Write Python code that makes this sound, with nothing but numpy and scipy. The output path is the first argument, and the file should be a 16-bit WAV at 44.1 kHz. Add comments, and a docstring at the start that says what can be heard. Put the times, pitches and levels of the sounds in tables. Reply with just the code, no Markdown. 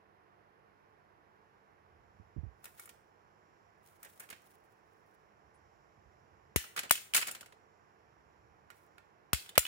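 """The extended steel blade of a tape measure, nuzzled and pawed by a cat close to a hand-held camera.
Twice the curved strip buckles and snaps straight with a crack and a pop; once it falls on the floor
and rattles as it is lifted. The hook ticks against the cat, claws scrape the strip, fur brushes it.
The hand bumps the camera; the small room hums faintly, with a thin high whine."""
import sys
import numpy as np
from scipy import signal
from scipy.fft import rfft, irfft, next_fast_len
from scipy.io import wavfile
from scipy.ndimage import uniform_filter1d, map_coordinates

SR = 44100
rng = np.random.default_rng(int(sys.argv[2]) if len(sys.argv) > 2 else 0)


def to_wav(sig):
    """Store sig (one row per channel, or 1-D mono) as 16-bit WAV at the path in sys.argv[1].

    Samples outside -1..1 are clipped; the rate is SR.
    """
    pcm = np.clip(np.atleast_2d(sig), -1, 1) * 32767
    pcm = np.round(pcm).astype(np.int16)
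    wavfile.write(sys.argv[1], SR, pcm.T)  # frames by channels


N = 426447
T = np.arange(SR // 2) / SR  # time within one event
SCENE_T = np.arange(N) / SR

# crack spectrum: f/Hz, density/dB
CRACK_SPECTRUM = [(100, -33), (800, -8), (1400, -4.5), (2100, 2.5), (3100, -0.5), (4300, -2), (6200, -2),
                  (7300, -3.5), (10000, 0.5), (12300, 0), (14400, 2.5), (16000, -7.5)]
# blade flips: t/s, crack gain/dB, pop f/Hz, pop gain/dB, slap gain/dB, jolt gain/dB, jolt t60/s, room/dB
BLADE_SNAPS = [(6.5600, -15, 380, -21.5, -12, -20.5, 0.063, -7),
               (6.9091, -8.5, 638, -18.5, 2.5, -23, 0.0091, -12),
               (9.3315, -16, 378, -39.5, -6, -22, .075, -8), (9.5778, -8, 568, -9.5, 1, -25, 0.058, -13.5)]
def snaps():
    """The curved strip flips through in a few ms: a crack, a hollow pop, ringing steel, a jolted hand."""
    out = np.zeros((2, N))
    pop_s = 0.0063
    for s, crack_db, pop_hz, pop_db, slap_db, jolt_db, jolt_t60, wet_db in BLADE_SNAPS:
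        crack = amp(crack_db - 5) * fade(0.0011, 0.023) * noise(CRACK_SPECTRUM, len(T), 0.25, 0.00035)
        steel = amp(crack_db - 21.5) * blade(t60=0.11) + amp(-34.5) * hook()
        # the strip pushes the air for a few cycles and slaps the mouth of its case
        pop = amp(pop_db) * fade(0.00015, 0.028) * np.exp(-(T / pop_s) ** 4) * tone(pop_hz)
        slap_tones = np.cos(2 * np.pi * 1300 * T) + amp(-13.5) * tone(2400)
        slap = amp(slap_db - 7.5) * fade(0.00039, 0.0035) * slap_tones
        # the recoil slows from a knock to a sway
        cycles = 66 * T + 0.68 * (1 - np.exp(-T / 0.0015))
        jolt = amp(jolt_db) * fade(0.00069, jolt_t60) * np.sin(2 * np.pi * cycles)
        case = (pop + slap + jolt) * amp([[0], [-28]])  # close on the left
        twang = amp(-31) * fade(0.00067, 0.012) * tone(2120) * amp([[-14], [0]])
        add(out, s, in_room(crack, wet_db, gap_s=0.0023) + twang + steel + case)
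    return out


# steel strip modes: f/Hz, relative level/dB
BLADE_MODES = [(1294, -66), (1440, -67), (1850, -66), (1945, -66), (2226, -61), (2587, -64), (2754, -62),
               (2923, -61), (3047, -64), (3435, -66), (4221, -72), (5254, -69), (5437, -67), (6761, -64),
               (7084, -65), (7127, -65), (7197, -63), (7634, -64), (8000, -64), (8306, -65), (8425, -64),
               (9333, -64), (9772, -66), (9911, -65), (10228, -68), (10406, -67), (11018, -68),
               (11472, -72), (12161, -72), (13011, -69), (13173, -70), (13501, -70), (14201, -67),
               (14524, -64), (14637, -68)]
def blade(t60):
    """The strip rings for t60 at 5 kHz; higher modes die sooner."""
    return ring([(hz, db, t60 * (5000 / hz) ** 0.063) for hz, db in BLADE_MODES])


# end hook modes: f/Hz, relative level/dB, t60/s
HOOK_MODES = [(7200, -2.5, 0.16), (7640, -1.5, .11), (9700, 2.5, 0.1), (13300, -3.5, .09), (14550, -5, .07)]
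def hook():
    """The loose end hook jingles on its rivets."""
    return ring(HOOK_MODES)


# strike and floor spectra: f/Hz, density/dB
CLACK_SPECTRUM = [(60, -35), (200, -31.5), (600, -17), (950, -8), (1300, 1.5), (2000, -0.5), (2900, -1.5),
                  (4200, -2.5), (6200, -4.5), (7400, 0), (9500, -1), (12500, -7.5), (14300, -3),
                  (16000, -10)]
FLOOR_SPECTRUM = [(25, -38), (60, -17), (150, -6.5), (330, -2), (650, -1.5), (1000, -1), (3000, -42)]
# strike balance: f/Hz, left minus right/dB
CLACK_BALANCE = [(1000, 0), (2500, -11), (4500, 4), (12000, 2.5)]
# struck span modes: ratio to ring f, relative level/dB, t60/s
FREE_SPAN_MODES = [(1, 2, .03), (1.13, -9.5, .035), (.86, -7, .04)]
# strikes: t/s, gain/dB, treble/dB, weight (0 light click, 1 flat slap), ring f/Hz, ring gain/dB
BLADE_STRIKES = [(6.574, -45, 2, 0.2, 2000, -39), (6.641, -51, -15, 0.3, 1460, -48),
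                 (6.7631, -39, -3, 0.65, 1420, -37.5), (6.775, -37, -12, 0.96, 1410, -32),
                 (6.791, -31.5, -3, 0.3, 2250, -33), (6.832, -44.5, -10, 0.87, 2630, -46),
                 (6.85, -56, -24, 0.8, 2320, -46), (6.895, -46, 7, 0.1, 2960, -42),
                 (6.921, -27, 12, 0.36, 2000, -43), (6.955, -37.5, 7, 0.15, 3000, -33),
                 (6.977, -46, -13, 0.26, 2670, -37), (7.137, -32.5, -3, 0.06, 2910, -23.5),
                 (7.1456, -22.5, 2.5, 0.6, 2780, -37), (7.151, -29, 6, 0.5, 2180, -26),
                 (7.163, -24, 5.5, 0.81, 1590, -47), (7.1701, -34, 7, .6, 2760, -26),
                 (7.176, -31.5, -5, 0.9, 2370, -28), (7.204, -39, 11, 0.1, 2880, -43),
                 (7.213, -36.5, -1, 0.4, 1800, -35), (7.222, -35.5, -7, 0.45, 2080, -36),
                 (7.229, -41, -10, 0, 2584, -26.5), (7.27, -38, 8, 0.63, 2420, -39),
                 (7.282, -38.5, -7.5, 0.76, 2220, -36), (7.3118, -39, 20, 0.35, 3000, -52),
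                 (7.349, -42.5, -7, 0.4, 2750, -48), (7.365, -55, -19, 0.23, 2210, -54),
                 (7.409, -46.5, -0.5, 0.29, 2890, -55), (7.429, -58, -15, 0.34, 1427, -47),
                 (7.4599, -55, -5.5, 0.25, 2940, -59.5), (7.5228, -61, -11, 0.4, 2675, -59.5),
                 (9.345, -37.5, -4, 0.1, 2120, -34.5), (9.461, -54, -10, 0, 3450, -52),
                 (9.4917, -49, -2, 0.28, 3560, -41.5), (9.555, -45, -14, 0.16, 3440, -39.5),
                 (9.561, -49, -20, 0.33, 1670, -42), (9.591, -26.5, 20, 0.1, 1870, -43),
                 (9.63, -51, -15, 0, 1510, -52), (9.652, -39.5, -11, 0.03, 2970, -30),
                 (9.665, -43, -10, .1, 3500, -36)]
def clacks():
    """The loose blade hits floor and case; heavy strikes chatter longer and knock the wooden floor."""
    out = np.zeros((2, N))
    for s, db, treble_db, weight, ring_hz, ring_db in BLADE_STRIKES:
        rise_s, t60 = 0.0005 + 0.0011 * weight, 0.02 + 0.07 * weight
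        hit = amp(db + 1) * contact(CLACK_SPECTRUM, treble_db, rise_s, t60)
        knock_db = -48.5 + 0.23 * (db + 37)
        knock = weight * amp(knock_db) * fade(0.0039, 0.096) * noise(FLOOR_SPECTRUM, len(T), 0.5, 0.00036)
        steel = amp(db - 2) * blade(t60=0.039) + amp(db - 11.5 + 0.4 * treble_db) * hook()
        modes = [(ring_hz * ratio, level, decay) for ratio, level, decay in FREE_SPAN_MODES]
        span = amp(ring_db) * ring(modes) * pan(left_db=-3.5)
        strike = pan_bands(hit, CLACK_BALANCE) + knock + span
        add(out, s, in_room(strike, wet_db=-11.5, gap_s=0.003) + steel)
    return out


def flexing():
    """The bent strip sings softly, rising ever faster before it snaps straight."""
    start_s, length_s, from_hz, to_hz = 9.485, 0.088, 350, 1090
    bend = np.clip((SCENE_T - start_s) / length_s, 0, 1)
    hz = from_hz + (to_hz - from_hz) * bend ** 2
    level = amp(-69) * np.minimum(10 * np.minimum(bend, 1 - bend), 1)
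    return level * glide(hz) * pan(left_db=2)


# tick spectrum: f/Hz, density/dB
TICK_SPECTRUM = [(100, -7), (300, -6.5), (800, -8.5), (1350, -5), (2200, 3.5), (3000, -2), (4200, -5),
                 (6200, -5), (7400, -3.5), (9600, -1), (11800, -6), (13600, -11), (14400, 6), (15200, -9),
                 (16000, -10)]
# tick and scrape balance: f/Hz, left minus right/dB
TOUCH_BALANCE = [(1500, -10), (4000, -3.5), (10000, 2.5)]
# lightly touched strip modes: f/Hz, relative level/dB, t60/s
HOLLOW_MODES = [(1227, -4, 0.019), (1407, -5, 0.061), (1833, -12, 0.08), (2230, -14, 0.08)]
# touches on the hook: t/s, gain/dB, treble/dB, contact t60/s, relative hollow ring/dB
HOOK_TICKS = [(2.642, -48.5, 6, 0.029, -7), (2.655, -45.5, 9, 0.019, -6), (2.795, -46.5, 12, 0.03, -1.5),
              (2.8568, -52, 22, 0.023, -12), (2.876, -65.5, -13, 0.023, 12), (2.8913, -52, 2, 0.044, -8),
              (4.029, -49, 12, 0.03, -7), (4.047, -52.5, 8, 0.04, -10), (4.197, -46, 18, 0.052, -14),
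              (4.204, -51.5, -18, 0.016, -5), (4.231, -63, 14, .025, -8), (4.289, -55, -9, 0.033, -19),
              (4.301, -46, 1.5, 0.042, -13), (4.308, -52, -9, 0.061, -27), (4.3262, -49, -15, 0.045, -10),
              (8.703, -54.5, -4.5, 0.016, 5.5), (8.981, -56, -13, 0.02, 0)]
def hook_ticks():
    """Fur, teeth and claws tick against the hook; the strip sounds hollow, its steel ringing on faintly."""
    out = np.zeros((2, N))
    for s, db, treble_db, t60, hollow_db in HOOK_TICKS:
        hit = amp(db + 2) * contact(TICK_SPECTRUM, treble_db, 0.0014, t60)
        steel = amp(db - 21) * blade(t60=0.15) + amp(db - 16 + 0.5 * treble_db) * hook()
        hollow = amp(db + hollow_db) * ring(HOLLOW_MODES) * pan(left_db=-11.5)
        add(out, s, in_room(pan_bands(hit, TOUCH_BALANCE) + hollow, wet_db=-9, gap_s=0.001) + steel)
    return out


# scrape spectrum: f/Hz, density/dB
SCRAPE_SPECTRUM = [(100, -13), (280, -7.5), (900, 0), (1380, -1), (1700, 7.5), (2300, -1), (2900, -6),
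                   (4200, -13), (9500, -15), (12000, -27), (16000, -10)]
# drags: t/s, length/s, level/dB
CLAW_DRAGS = [(2.661, 0.0058, -56), (2.788, 0.014, -65), (4.04, 0.029, -57.5), (4.212, 0.032, -58),
              (4.315, 0.014, -70), (8.71, 0.0055, -59.5)]
def scraping():
    """Claws and teeth catch and slip along the strip in short gritty rasps."""
    level = strokes(CLAW_DRAGS, attack_db_per_s=1200, release_db_per_s=600)
    grit = amp(2 * wobble(knots_per_s=3400))
    rasp = unit(grit * noise(SCRAPE_SPECTRUM, N, 0.91, 0.00036))
    return level * pan_bands(rasp, TOUCH_BALANCE)


# slips: t/s, f/Hz, level/dB
CLAW_SLIPS = [(5.54, 9200, -75)]
def squeaks():
    """A claw slips on the edge: a faint narrow band of hiss."""
    out = np.zeros((2, N))
    half_width_hz = 900
    for s, centre_hz, db in CLAW_SLIPS:
        band_db = lambda hz: -20 * np.log10(1 + ((hz - centre_hz) / half_width_hz) ** 2)
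        add(out, s, amp(db) * fade(0.012, 0.09) * noise(band_db, len(T), 0.49, 0.00029))
    return out


# fur spectrum: f/Hz, density/dB
FUR_SPECTRUM = [(500, -26), (2000, -0.5), (5000, -6), (8000, -2.5), (10000, 0.5), (12800, -3.5), (14400, 0),
                (16000, 3.5)]
# nuzzles: t/s, length/s, level/dB
FUR_STROKES = [(2.64, 0.13, -65), (2.789, .006, -59.5), (2.84, 0.067, -74), (3.865, .05, -65.5),
               (4.0, .15, -63.5), (4.194, .004, -59.5), (4.25, 0.18, -71), (4.455, 0.045, -68),
               (4.64, 0.06, -76), (4.9, .03, -78), (5.09, 0.031, -77.5), (8.77, 0.044, -72.5)]
def rubbing():
    """Hairs flick over the blade's edge: fine separate scratches on a faint uneven hiss."""
    flicks_per_s, decay_s = 45, 0.001
    level = strokes(FUR_STROKES, attack_db_per_s=291, release_db_per_s=119)
    flicks = (rng.random(N) < flicks_per_s / SR) * (1 + rng.exponential(size=N))
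    scratches = unit(signal.lfilter([1], [1, -np.exp(-1 / (decay_s * SR))], flicks))
    grain = amp(4.5 * wobble(knots_per_s=60)) * (1 + amp(-6) * scratches)
    return level * unit(grain * noise(FUR_SPECTRUM, N, 0.21, 0.000293))


# hand bumps: t/s, gain/dB, f/Hz, relative skin rasp/dB
CAMERA_BUMPS = [(2.197, -53, 98, -9), (2.363, -38, 137, -3.5), (2.378, -35.5, 75, -17),
                (2.433, -39, 100, -14), (2.464, -42.5, 63, -24), (6.058, -63, 68, -20)]
def bumps():
    """The hand thuds through the camera body, mostly on the right, with a short rasp of skin."""
    out = np.zeros((2, N))
    skin_spectrum = [(40, -23), (150, 6.5), (350, -11.5), (900, -39), (3000, -81)]
    for s, db, hz, rasp_db in CAMERA_BUMPS:
        thud = fade(0.0013, 0.12) * tone(hz)
        skin = fade(0.0027, 0.063) * noise(skin_spectrum, len(T), 0.96)
        add(out, s, amp(db - 12) * (thud + amp(rasp_db) * skin) * pan(left_db=-38.5))
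    return out


# hand shifts: t/s, length/s, gain/dB
GRIP_SHIFTS = [(1.98, 0.46, -71), (5.45, 0.92, -75), (6.2, .2, -71), (8.15, 0.42, -73.5)]
def grip():
    """The hand shifts on the camera with a low rumble."""
    spectrum = [(30, -22), (75, -3), (140, -9.5), (400, -43), (2000, -80)]
    return strokes(GRIP_SHIFTS, attack_db_per_s=61, release_db_per_s=32) * noise(spectrum, N, 0.88)


# room air spectrum: f/Hz, density/dB
AIR_SPECTRUM = [(15, -53), (25, -14.5), (92, -5.5), (170, -10.5), (200, -10), (270, -11.5), (310, -6.5),
                (430, -4.5), (540, -8), (750, -5.5), (1100, -6), (1280, -10.5), (1500, -10), (1840, -12.5),
                (3620, -30.5), (5880, -36), (6740, -48), (12200, -39), (16000, -55)]
# appliance tones: f/Hz, gain/dB
HUM_TONES = [(100.2, -82.5), (150.3, -83.5), (200.2, -83.5), (352, -88), (442, -84.5), (700.5, -88)]
def room_tone():
    """A steady rush of air and the weak hum of a distant appliance."""
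    rush = amp(-66.5) * noise(AIR_SPECTRUM, N, 0.45, 0.00044)
    hum = sum(amp(db + 1.5) * np.sin(2 * np.pi * (hz * SCENE_T + rng.random())) for hz, db in HUM_TONES)
    return rush + hum


# whine spectrum: f/Hz, density/dB
WHINE_SPECTRUM = [(4000, -32.5), (5100, -4), (5400, -10.5), (5650, -1), (6100, -9), (6650, -15), (7000, -5),
                  (7300, -6), (7800, -24.5), (10000, -41.5)]
def whine():
    """A thin high hiss fades in and stays; a blurred, wavering tone in it drifts upwards."""
    full_at_s, swell_db_per_s, drift_hz_per_s = 2.6, 4.5, 37
    hz = 5370 + drift_hz_per_s * (SCENE_T - full_at_s) + 45 * wobble(3.3) + 50 * wobble(290)
    level = amp(-88 - swell_db_per_s * np.maximum(full_at_s - SCENE_T, 0) + 1.1 * wobble(3.7))
    return level * (amp(-7.5) * glide(hz) + noise(WHINE_SPECTRUM, N, 0.5))


# room decay: f/Hz, t60/s
ROOM_T60 = [(100, 0.3), (500, 0.38), (1400, 0.6), (2200, 0.41), (5000, 0.35), (9500, 0.41), (12000, 0.28),
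            (16000, 0.46)]
# reflection spectrum: f/Hz, relative level/dB
ROOM_SPECTRUM = [(100, 0), (500, -10), (950, -5.5), (1400, 1), (2000, 2), (4500, 5.5), (9000, 1),
                 (12000, -3), (16000, 1)]
def in_room(sound, wet_db, gap_s):
    """The sound plus reflections from floor and walls, coloured anew for each event."""
    hz, t, bins = signal.stft(rng.standard_normal((2, len(T))), SR, nperseg=512)
    uneven = amp(2 * rng.standard_normal((len(hz), 1)))
    decay = amp(along(ROOM_SPECTRUM, hz)[:, None] - 60 * t / along(ROOM_T60, hz)[:, None])
    tail = signal.istft(bins * uneven * decay, SR, nperseg=512)[1][:, :len(T)]
    tail *= np.clip(T / gap_s, 0, 1) ** 2
    tail /= np.linalg.norm(tail[0])
    return sound + amp(wet_db) * signal.fftconvolve(sound, tail, axes=1)[:, :len(T)]


def contact(spectrum, treble_db, rise_s, t60):
    """One touch on the blade, chattering in tiny slips, with a treble shelf at 5 kHz."""
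    chatter = unit(amp(0.7 * unit(uniform_filter1d(rng.standard_normal(len(T)), size=60))))
    envelope = fade(rise_s, t60)
    slips = chatter * envelope
    slips *= np.linalg.norm(envelope) / np.linalg.norm(slips)
    shelved_db = lambda hz: along(spectrum, hz) + treble_db / (1 + (5000 / (hz + 1)) ** 4)
    return slips * noise(shelved_db, len(T), 0.28, 0.0003)


def ring(modes):
    """Decaying (f/Hz, level/dB, t60/s) modes; the strip's bend retunes and reweights them at each blow."""
    hz, db, t60 = np.transpose(modes)[:, :, None]
    hz = hz * (1 + 0.004 * rng.standard_normal(hz.shape))
    gains = amp(db + 3 * rng.standard_normal((len(modes), 2)))
    weights = gains * np.exp(2j * np.pi * rng.random(gains.shape))
    weights /= np.linalg.norm(weights, axis=0)
    return (weights.T @ np.exp((2j * np.pi * hz - np.log(1000) / t60) * T)).imag


def noise(spectrum, size, coherence, left_lag_s=0):
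    """Stereo noise of rms 1; spectrum is (f/Hz, density/dB) points or a function giving dB."""
    white = rng.standard_normal((3, size))
    shared = filtered(white[2], lambda hz: np.exp(-2j * np.pi * hz * np.array([[left_lag_s], [0]])))
    pair = np.sqrt(coherence) * shared + np.sqrt(1 - coherence) * white[:2]
    return unit(filtered(pair, lambda hz: amp(spectrum(hz) if callable(spectrum) else along(spectrum, hz))))


def strokes(rows, attack_db_per_s, release_db_per_s):
    """Gain of (t/s, length/s, level/dB) gestures that swell, hold and die away."""
    levels_db = [db - attack_db_per_s * np.maximum(s - SCENE_T, 0)
                 - release_db_per_s * np.maximum(SCENE_T - s - length_s, 0) for s, length_s, db in rows]
    return amp(np.max(levels_db, axis=0))


def fade(rise_s, t60):
    """Envelope of a blow, peak 1."""
    shape = (1 - np.exp(-T / rise_s)) * amp(-60 * T / t60)
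    return shape / shape.max()


def wobble(knots_per_s):
    """Smooth random curve."""
    return map_coordinates(rng.standard_normal(8192), [SCENE_T * knots_per_s], mode="mirror")


def tone(hz):
    """Sine, one event long."""
    return np.sin(2 * np.pi * hz * T)


def glide(hz):
    """Sine following a frequency curve."""
    return np.sin(2 * np.pi * np.cumsum(hz) / SR)


def pan(left_db):
    """Channel gains for a left-minus-right level."""
    return amp(left_db * np.array([[0.5], [-0.5]]))


def pan_bands(sound, balance):
    """Pan by (f/Hz, left minus right/dB) points."""
    return filtered(sound, lambda hz: pan(along(balance, hz)))


def filtered(x, response):
    """Apply a frequency response."""
    n = x.shape[-1]
    padded = next_fast_len(n + 4096)
    return irfft(rfft(x, padded) * response(np.fft.rfftfreq(padded, 1 / SR)), padded)[..., :n]


def along(points, hz):
    """Read (f/Hz, value) points on a log axis."""
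    knots_hz, values = np.transpose(points)
    return np.interp(np.log(hz + 1), np.log(knots_hz + 1), values)


def amp(db):
    """Decibels to gain."""
    return 10 ** (np.asarray(db) / 20)


def unit(x):
    """Scale to rms 1."""
    return x / np.sqrt(np.mean(x ** 2) + 1e-20)


def add(track, s, sound):
    """Mix a sound in at time s."""
    part = track[:, round(s * SR):][:, :sound.shape[-1]]
    part += sound[:, :part.shape[-1]]


def scene():
    """Blade, cat and hand in stereo, over a background that leans right."""
    tape = snaps() + clacks() + flexing()
    cat = hook_ticks() + scraping() + squeaks() + rubbing()
    return tape + cat + bumps() + (room_tone() + grip() + whine()) * pan(left_db=-6)


def record(dry):
    """The camera cuts the deep bass and the top of the treble."""
    low_hz, top_hz = 42, 16000
    body = signal.sosfilt(signal.butter(3, low_hz, "highpass", fs=SR, output="sos"), dry)
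    return filtered(body, lambda hz: 1 / (1 + (hz / top_hz) ** 120))


dry = scene()
out = record(dry)
to_wav(out)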